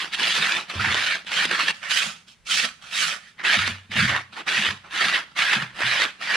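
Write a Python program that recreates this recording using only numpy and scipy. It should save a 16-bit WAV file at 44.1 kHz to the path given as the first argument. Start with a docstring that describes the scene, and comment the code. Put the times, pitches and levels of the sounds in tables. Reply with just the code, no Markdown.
"""Sliding discs on a stone terrace

Two plastic discs under a person's feet scrape back and forth over paving. Grit catches under the
rims in clumps and rings the shells; rims snag on joints, shoes thud over uneven stones and a hollow
drain cover booms as a disc judders across it. Heard in quiet garden air from close behind the feet,
and for a while from further off at the side."""
import sys
import numpy as np
from scipy import signal
from scipy.fft import rfft, irfft, next_fast_len
from scipy.io import wavfile
from scipy.ndimage import uniform_filter1d, map_coordinates

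SR = 44100
rng = np.random.default_rng(int(sys.argv[2]) if len(sys.argv) > 2 else 0)


def digitize_waveform(pressure):
    """Quantize a signal to 16-bit integers and store it at the path in sys.argv[1].

    Rows of a 2-D input are taken as channels; values are limited to [-1, 1].
    """
    field = np.atleast_2d(pressure).T
    bounded = np.clip(field, -1, 1)
    quanta = np.round(bounded * 32767).astype(np.int16)
    wavfile.write(sys.argv[1], SR, quanta)


N = 280472

# tone of a disc from close behind: (frequency [Hz], gain [dB])
CLOSE_TONE = [(150, -35), (320, -11), (450, -15.5), (590, -11), (950, -8), (1400, -1.5), (2300, 0),
              (3400, -4), (4500, -10), (5600, -19.5), (7500, -27.5), (9600, -30.5), (11200, -41),
              (14500, -51.5), (15400, -70)]
# stereo balance from close behind: (frequency [Hz], left minus right [dB])
CLOSE_BALANCE = [(250, 0.3), (700, -3), (1400, -4), (2200, -2), (3800, -2), (5000, 0), (5700, -2.5),
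                 (7800, -0.7), (9100, -2.5), (10500, -1)]


def amp(db):
    """Decibels to gain."""
    return 10 ** (np.asarray(db) / 20)


def unit(x):
    """Scale to an rms of 1."""
    return x / np.sqrt(np.mean(x ** 2) + 1e-20)


def along(points, hz):
    """Read (frequency, value) points on a log frequency axis."""
    f, values = np.transpose(points)
    return np.interp(np.log(hz + 1), np.log(f + 1), values)


def wobble(per_s):
    """A smooth random curve with per_s knots a second."""
    return map_coordinates(rng.standard_normal(int(N * per_s / SR) + 4), [np.arange(N) * per_s / SR])


def filtered(x, response):
    """Filter by a complex function of frequency."""
    size = next_fast_len(N + SR // 2, real=True)
    return irfft(rfft(x, size) * response(np.fft.rfftfreq(size, 1 / SR)), size)[..., :N]


def eq(x, points):
    """Shape the tone with (frequency [Hz], gain [dB]) points."""
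    return filtered(x, lambda f: amp(along(points, f)))


def stereo(pair, balance):
    """Mix two unrelated signals to left and right: narrow in the bass, wide in the top treble."""
    # likeness of left and right: (frequency [Hz], coherence [ratio])
    coherence = [(200, 0.93), (500, 0.94), (950, 0.52), (2000, 0.69), (4200, 0.92), (5600, 0.21), (7500, 0),
                 (12000, 0.085)]

    def response(f):
        side = np.tan(np.arccos(np.clip(along(coherence, f), -1, 1)) / 2)
        lean = amp(along(balance, f) / 2)
        return np.array([[lean, lean * side], [1 / lean, -side / lean]])
    return filtered(pair, response).sum(axis=1)


def sliding(fade_db=30, creep_db=-20, creep_db_per_s=98, scuff_rise_s=0.026, scuff_release_s=0.074):
    """Rasp, growl, ring and hiss envelopes: a pushed disc speeds up, glides, brakes and creeps on."""
    # leg pushes: (time at speed [s], glide [s], rise [s], release [s], glide start level [dB],
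    # glide end level [dB], start growl re rasp [dB], end growl re rasp [dB], ring re rasp [dB])
    strokes = [(0.0, 0.019, .05, 0.14, -26.5, -28, -13, -10.5, -8.5),
               (0.249, 0.32, 0.15, 0.12, -22, -25.5, -13, -8, -6),
               (0.815, 0.33, 0.091, 0.1, -26, -26, -6.5, -11.5, -0.5),
               (1.32, 0.14, 0.042, 0.019, -26, -21, -11.5, -10, -4.5),
               (1.511, 0.2, 0.0074, 0.02, -27, -25, -2.5, -9.5, -3.5),
               (1.909, .122, 0.033, .17, -24.5, -26, -10, -9.5, -6.5),
               (2.522, 0.12, 0.081, 0.096, -22, -26.5, -14, -7, -8),
               (2.971, 0.15, 0.091, 0.1, -24, -28.5, -12.5, -5, -6),
               (3.453, 0.22, 0.029, 0.15, -22.5, -26, -7, -11.5, 0),
               (3.994, 0.18, 0.078, 0.096, -20, -32.5, -11.5, -7, -0.5),
               (4.483, .19, 0.031, 0.13, -25.5, -25, -6, -10, -2.5),
               (4.975, 0.19, 0.1, 0.1, -25, -24.5, -11, -6.5, 0),
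               (5.386, 0.15, 0.043, 0.19, -24, -24, -13.5, -7, 0.5),
               (5.829, 0.21, 0.12, 0.096, -27, -24, -7, -7.5, 0.5),
               (6.231, 0.12, 0.056, 0.089, -32, -26, -8.5, -7.5, 0)]
    # weight shifts and rim drags:
    # (time [s], length [s], level [dB], growl re rasp [dB], ring re rasp [dB])
    scuffs = [(0.135, 0.013, -25, -17, -7.5), (0.199, 0.0065, -27, -6.5, -2.5),
              (0.426, 0.07, -35.5, -0.5, 8.5), (0.7, 0.0056, -29, -4, -8), (0.739, 0.025, -32, -4.5, -12),
              (.845, 0.054, -34, 5.5, 10.5), (1.27, 0.024, -34.5, -13, -8), (1.471, 0.065, -31.5, -4, -5),
              (1.83, 0.072, -39.5, 2.5, 6.5), (2.283, 0.033, -49, -12, -23), (2.826, 0.076, -46, -3, -10),
              (3.207, 0.096, -55, -20, 1.5), (3.394, 0.023, -44, 1.5, 9), (3.918, 0.056, -32, -3.5, -2),
              (4.091, 0.078, -37.5, 8.5, 10.5), (4.331, 0.029, -46, -5, -9), (4.37, 0.028, -35.5, 1, -4.5),
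              (4.846, 0.031, -52, 6, -1), (4.938, .025, -47, 4, -6), (5.619, 0.0086, -32, -3, 0)]
    t = np.arange(0, N, SR // 1000) / SR
    moves = []
    for at, glide, rise, release, start_db, end_db, growl_start, growl_end, ring_db in strokes:
        progress = np.clip((t - at) / glide, 0, 1)
        push = np.clip(1 + (t - at) / rise, 1e-6, 1) ** 2.26
        late = np.maximum(t - at - glide, 0)
        braking_db = np.maximum(-fade_db * late / release, creep_db - creep_db_per_s * late)
        speed_db = 20 * np.log10(push) + braking_db
        slow = np.minimum(-speed_db / 4.5, 1)  # a slow disc growls and hisses more, rings less
        press_db = growl_end - growl_start  # pressing the rim down also stirs the shell
        rasp = start_db + (end_db - start_db) * progress + speed_db
        growl = rasp + growl_start + press_db * progress + 5.5 * slow
        ring = rasp + ring_db + 0.43 * press_db * (progress - 0.5) - 1.5 * slow
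        hiss = rasp + 1.5 * np.sin(np.pi * progress) + 2 * slow  # lifts at the fast midpoint
        moves.append([rasp, growl, ring, hiss])
    for at, length, db, growl_db, ring_db in scuffs:
        early, late = np.maximum(at - t, 0), np.maximum(t - at - length, 0)
        rasp = db - fade_db * (early / scuff_rise_s + late / scuff_release_s)
        moves.append([rasp, rasp + growl_db, rasp + ring_db, rasp])
    envelopes = np.sqrt(np.sum(amp(moves) ** 2, axis=0))
    roughness = amp(1.16 * wobble(per_s=55))  # the stone changes along the way
    return roughness * np.array([np.interp(np.arange(N) / SR, t, band) for band in envelopes])


def grit(per_s, scatter_db, smooth_db):
    """Tiny impacts of uneven size on a bed of smooth rubbing."""
    struck = rng.random((2, N)) < per_s / SR
    signs = rng.choice([-1, 1], (2, N))
    sizes = amp(scatter_db * np.clip(rng.standard_normal((2, N)), -2, 2))
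    return unit(unit(struck * signs * sizes) + amp(smooth_db) * rng.standard_normal((2, N)))


def friction(clump_db, coarse_db, dust_db):
    """Sand catches and slips in clumps; coarser bumps add duller knocks, fine dust an even hiss."""
    sand = grit(per_s=4600, scatter_db=3.5, smooth_db=-3.5)
    bumps = eq(grit(per_s=520, scatter_db=1.5, smooth_db=-16), [(900, 0), (2000, -7), (5000, -5.5)])
    dust = np.diff(rng.standard_normal((2, N + 1)))  # rises towards the treble
    clumps = amp(clump_db * wobble(per_s=480) + wobble(per_s=110))
    return (sand + amp(coarse_db) * bumps) * clumps + amp(dust_db) * dust


def wandering_contact(force, depth_db):
    """The contact patch wanders, so narrow bands swell and fade within hundredths of a second."""
    spectra = signal.stft(force, SR, nperseg=1024)[2]
    patches = uniform_filter1d(rng.standard_normal(spectra.shape[1:]), size=5, axis=0)
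    patches = uniform_filter1d(patches, size=3, axis=1)
    return signal.istft(spectra * amp(depth_db * unit(patches)), nperseg=1024)[1][:, :N]


def shell(f, hz=1755, width_hz=584):
    """Gain of the plastic shell's main resonance, with steep skirts."""
    return abs(1j * f * width_hz / (hz * hz - f * f + 1j * f * width_hz)) ** 2


def scrape(force, envelopes, tone, balance, growl_db, rasp_db, hiss_db):
    """Friction sounds through the disc: a loaded rim growls, a free shell rings, a fast disc hisses."""
    rasp, growl, ring, hiss = envelopes
    radiated = stereo(eq(force, tone), balance)
    below = lambda f, hz: 1 / (1 + (f / hz) ** 12)
    band = lambda response: unit(filtered(radiated, response))
    return (growl * amp(growl_db) * band(lambda f: below(f, hz=1490))
            + ring * band(shell)
            + rasp * amp(rasp_db) * band(lambda f: below(f, hz=4820) - below(f, hz=2250))
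            + hiss * amp(hiss_db) * band(lambda f: 1 - below(f, hz=4890)))


def snags(t60, crunch_db, click_db):
    """A rim catches and lets go: one click and a brief crunch through the disc."""
    # catches on joints and stone chips: (time [s], relative level [dB])
    catches = [(0.385, -6), (.945, 3.5), (0.953, -4), (1.248, -22), (1.318, -6), (1.454, 4.5), (1.513, 0),
               (3.677, 1.5), (4.164, -2), (4.501, -4), (5.554, -2), (5.625, -10), (5.806, -5.5),
               (6.04, -0.5), (6.053, -4)]
    t = np.arange(SR // 10) / SR
    force = np.zeros((2, N + SR))
    for at, db in catches:
        crunch = amp(crunch_db - 60 * t / t60) * rng.standard_normal((2, len(t)))
        crunch[0, 0] = amp(click_db)
        force[:, round(at * SR):][:, :len(t)] += amp(db) * crunch
    force = eq(force[:, :N], [(500, 9.5), (2000, -1.5), (8000, 8)])  # broader in tone than sliding
    return stereo(eq(force, CLOSE_TONE), CLOSE_BALANCE)


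def shoe_rumble(rasp, rumble_db, follow, thud_db, t60):
    """The shoe shakes as the disc slides, more on a hard stroke, and thuds at each drop."""
    # tone of the shaking shoe: (frequency [Hz], gain [dB])
    shoe_tone = [(30, -36), (80, -21), (125, -13), (160, 5.5), (210, 5), (260, -5.5), (340, -14),
                 (550, -20), (6000, -50)]
    # drops over uneven stones: (time [s], relative level [dB])
    drops = [(.191, -43), (.387, -38), (0.55, -43), (1.457, -41), (1.515, -45), (2.058, -38), (2.534, -47),
             (2.63, -38), (3.679, -38), (4.718, -45), (5.049, -40.5), (5.614, -39.5)]
    shaking = eq(grit(per_s=300, scatter_db=1.5, smooth_db=-12), shoe_tone)
    out = amp(rumble_db) * rasp ** follow * unit(stereo(shaking, CLOSE_BALANCE))
    t = np.arange(SR // 4) / SR
    envelope = (1 - np.exp(-t / 0.0074)) * amp(thud_db - 60 * t / t60)
    for at, db in drops:
        detune, tilt = rng.standard_normal(2)
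        phase_per_hz = 2 * np.pi * t * np.exp(0.06 * detune)
        knock = np.sin(165 * phase_per_hz) + amp(1 + 2 * tilt) * np.sin(215 * phase_per_hz)
        out[:, round(at * SR):][:, :len(t)] += amp(db) * envelope * knock
    return out


def drain_cover(boom_db, judder_db, waver_rad, rattle_db):
    """The cover rattles and its hollow booms unevenly while a disc crosses, then rings out."""
    # passes over the cover: (time [s], length [s], low mode [dB], middle mode [dB], high mode [dB])
    crossings = [(0.754, 0.161, -39, -43.5, -44), (3.566, 0.017, -39, -38, -36.5),
                 (3.6, .12, -38.5, -50, -58), (3.895, 0.016, -49, -51, -54), (3.956, 0.089, -37, -31, -31),
                 (4.067, 0.066, -37.5, -43, -45), (4.579, 0.017, -63, -47, -40),
                 (4.68, 0.052, -44.5, -49, -46.5), (5.545, 0.096, -60, -45, -44),
                 (5.83, 0.021, -64, -45, -40.5)]
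    # modes of the hollow below: (frequency [Hz], t60 [s])
    hollow_modes = [(95, 0.45), (126, 0.35), (207, 0.096)]
    age = np.arange(SR) / SR
    boom, shaken = np.zeros((2, N + SR))
    for at, length, *levels in crossings:
        late = np.maximum(age - length, 0)
        driven = np.minimum(age, length)  # the jolts stop when the disc has passed
        for (hz, t60), db in zip(hollow_modes, levels):
            jolts, drift = (map_coordinates(row, [driven * 40]) for row in rng.standard_normal((2, 44)))
            swell = (1 - np.exp(-age / 0.0032)) * amp(db + boom_db + judder_db * jolts - 60 * late / t60)
            boom[round(at * SR):][:SR] += swell * np.sin(2 * np.pi * hz * age + waver_rad * drift)
        shaken[round(at * SR):][:SR] += swell  # the rattle follows the highest, shortest mode
    rattle_tone = [(55, -34), (85, -21), (150, 9), (300, -2.5), (430, -37.5), (3000, -70)]
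    rattle = unit(eq(rng.standard_normal(N), rattle_tone))
    return boom[:N] + amp(rattle_db) * shaken[:N] * rattle


def bounces(x, bounce_db, count):
    """Further off, weak early reflections from the paving, legs and low wall comb the sound."""
    delays_s = rng.uniform(0.0012, 0.014, (2, count))
    taps = np.zeros((2, SR // 20))
    taps[:, 0] = 1
    for ear, lags in zip(taps, delays_s):
        ear[(lags * SR).astype(int)] += amp(bounce_db) * rng.choice([-1, 1], count)
    return signal.fftconvolve(x, taps / np.linalg.norm(taps[0]), axes=1)[:, :N]


def terrace(x, t60, wet_db):
    """The house front and the garden wall add a short, faint reverb."""
    t = np.arange(SR // 2) / SR
    tail = rng.standard_normal((2, len(t))) * amp(-60 * t / t60) * (1 - np.exp(-t / 0.0021))
    reverb = signal.fftconvolve(x, tail / np.linalg.norm(tail[0]), axes=1)[:, :N]
    return x + amp(wet_db) * eq(reverb, [(2500, 3), (10000, 2.6)])


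def garden(air_db, eddy_db):
    """A quiet bed of outdoor air, with faint low eddies that differ left and right."""
    # tone of the open air: (frequency [Hz], gain [dB])
    air_tone = [(25, -21), (60, -2), (110, -1), (190, -4), (300, -12), (700, -14), (2000, -9.5),
                (5000, -19), (10000, -26), (15000, -48)]
    air = eq(rng.standard_normal((2, N)), air_tone)
    eddies = eq(rng.standard_normal((2, N)), [(20, -18), (45, 1), (120, -22), (500, -70)])
    gusts = amp(eddy_db + 6.9 * wobble(per_s=9.9))
    return amp(air_db) * unit(stereo(air, balance=[(1000, 0)])) + gusts * unit(eddies)


def scene(side_from_s=1.74, side_to_s=3.365):
    """The scraping discs from behind or from the side, over shoes, drain cover and garden air."""
    # tone of a disc from the side: (frequency [Hz], gain [dB])
    side_tone = [(150, -59), (330, -29), (550, -14.5), (1020, -14), (1250, -2.5), (2000, 7.5), (3200, 7.5),
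                 (4300, 1), (6000, -10.5), (7200, -15), (9600, -19.5), (11200, -30.5), (14500, -41),
                 (15400, -55)]
    # stereo balance from the side: (frequency [Hz], left minus right [dB])
    side_balance = [(300, 1), (800, -5.5), (1350, -8), (2600, -5), (5000, -1.5), (5700, -5.5), (7800, -0.5),
                    (9200, -3), (10500, .5)]
    t = np.arange(N) / SR
    aside = uniform_filter1d(1.0 * ((t > side_from_s) & (t < side_to_s)), size=256)
    force = wandering_contact(friction(clump_db=1.5, coarse_db=-1, dust_db=-1), depth_db=3)
    envelopes = sliding()
    close = scrape(force, envelopes, CLOSE_TONE, CLOSE_BALANCE,
                   growl_db=-1.5, rasp_db=-1.36, hiss_db=-12.5)
    distant = scrape(force, envelopes, side_tone, side_balance, growl_db=0, rasp_db=0, hiss_db=-5.5)
    discs = (1 - aside) * close + aside * bounces(distant, bounce_db=-16.5, count=6)
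    discs += snags(t60=0.0086, crunch_db=-6.5, click_db=3)
    shoes = shoe_rumble(rasp=envelopes[0], rumble_db=-40.5, follow=0.4, thud_db=6.5, t60=0.16)
    shoes *= amp(-3 * aside)
    cover = drain_cover(boom_db=3, judder_db=4, waver_rad=0.82, rattle_db=-4)
    return terrace(discs, t60=0.4, wet_db=-20.5) + shoes + cover + garden(air_db=-62, eddy_db=-72.5)


def record(dry):
    """A brick-wall low-pass takes off the very top of the treble."""
    return filtered(dry, lambda hz: hz < 15300)


dry = scene()
out = record(dry)
digitize_waveform(out)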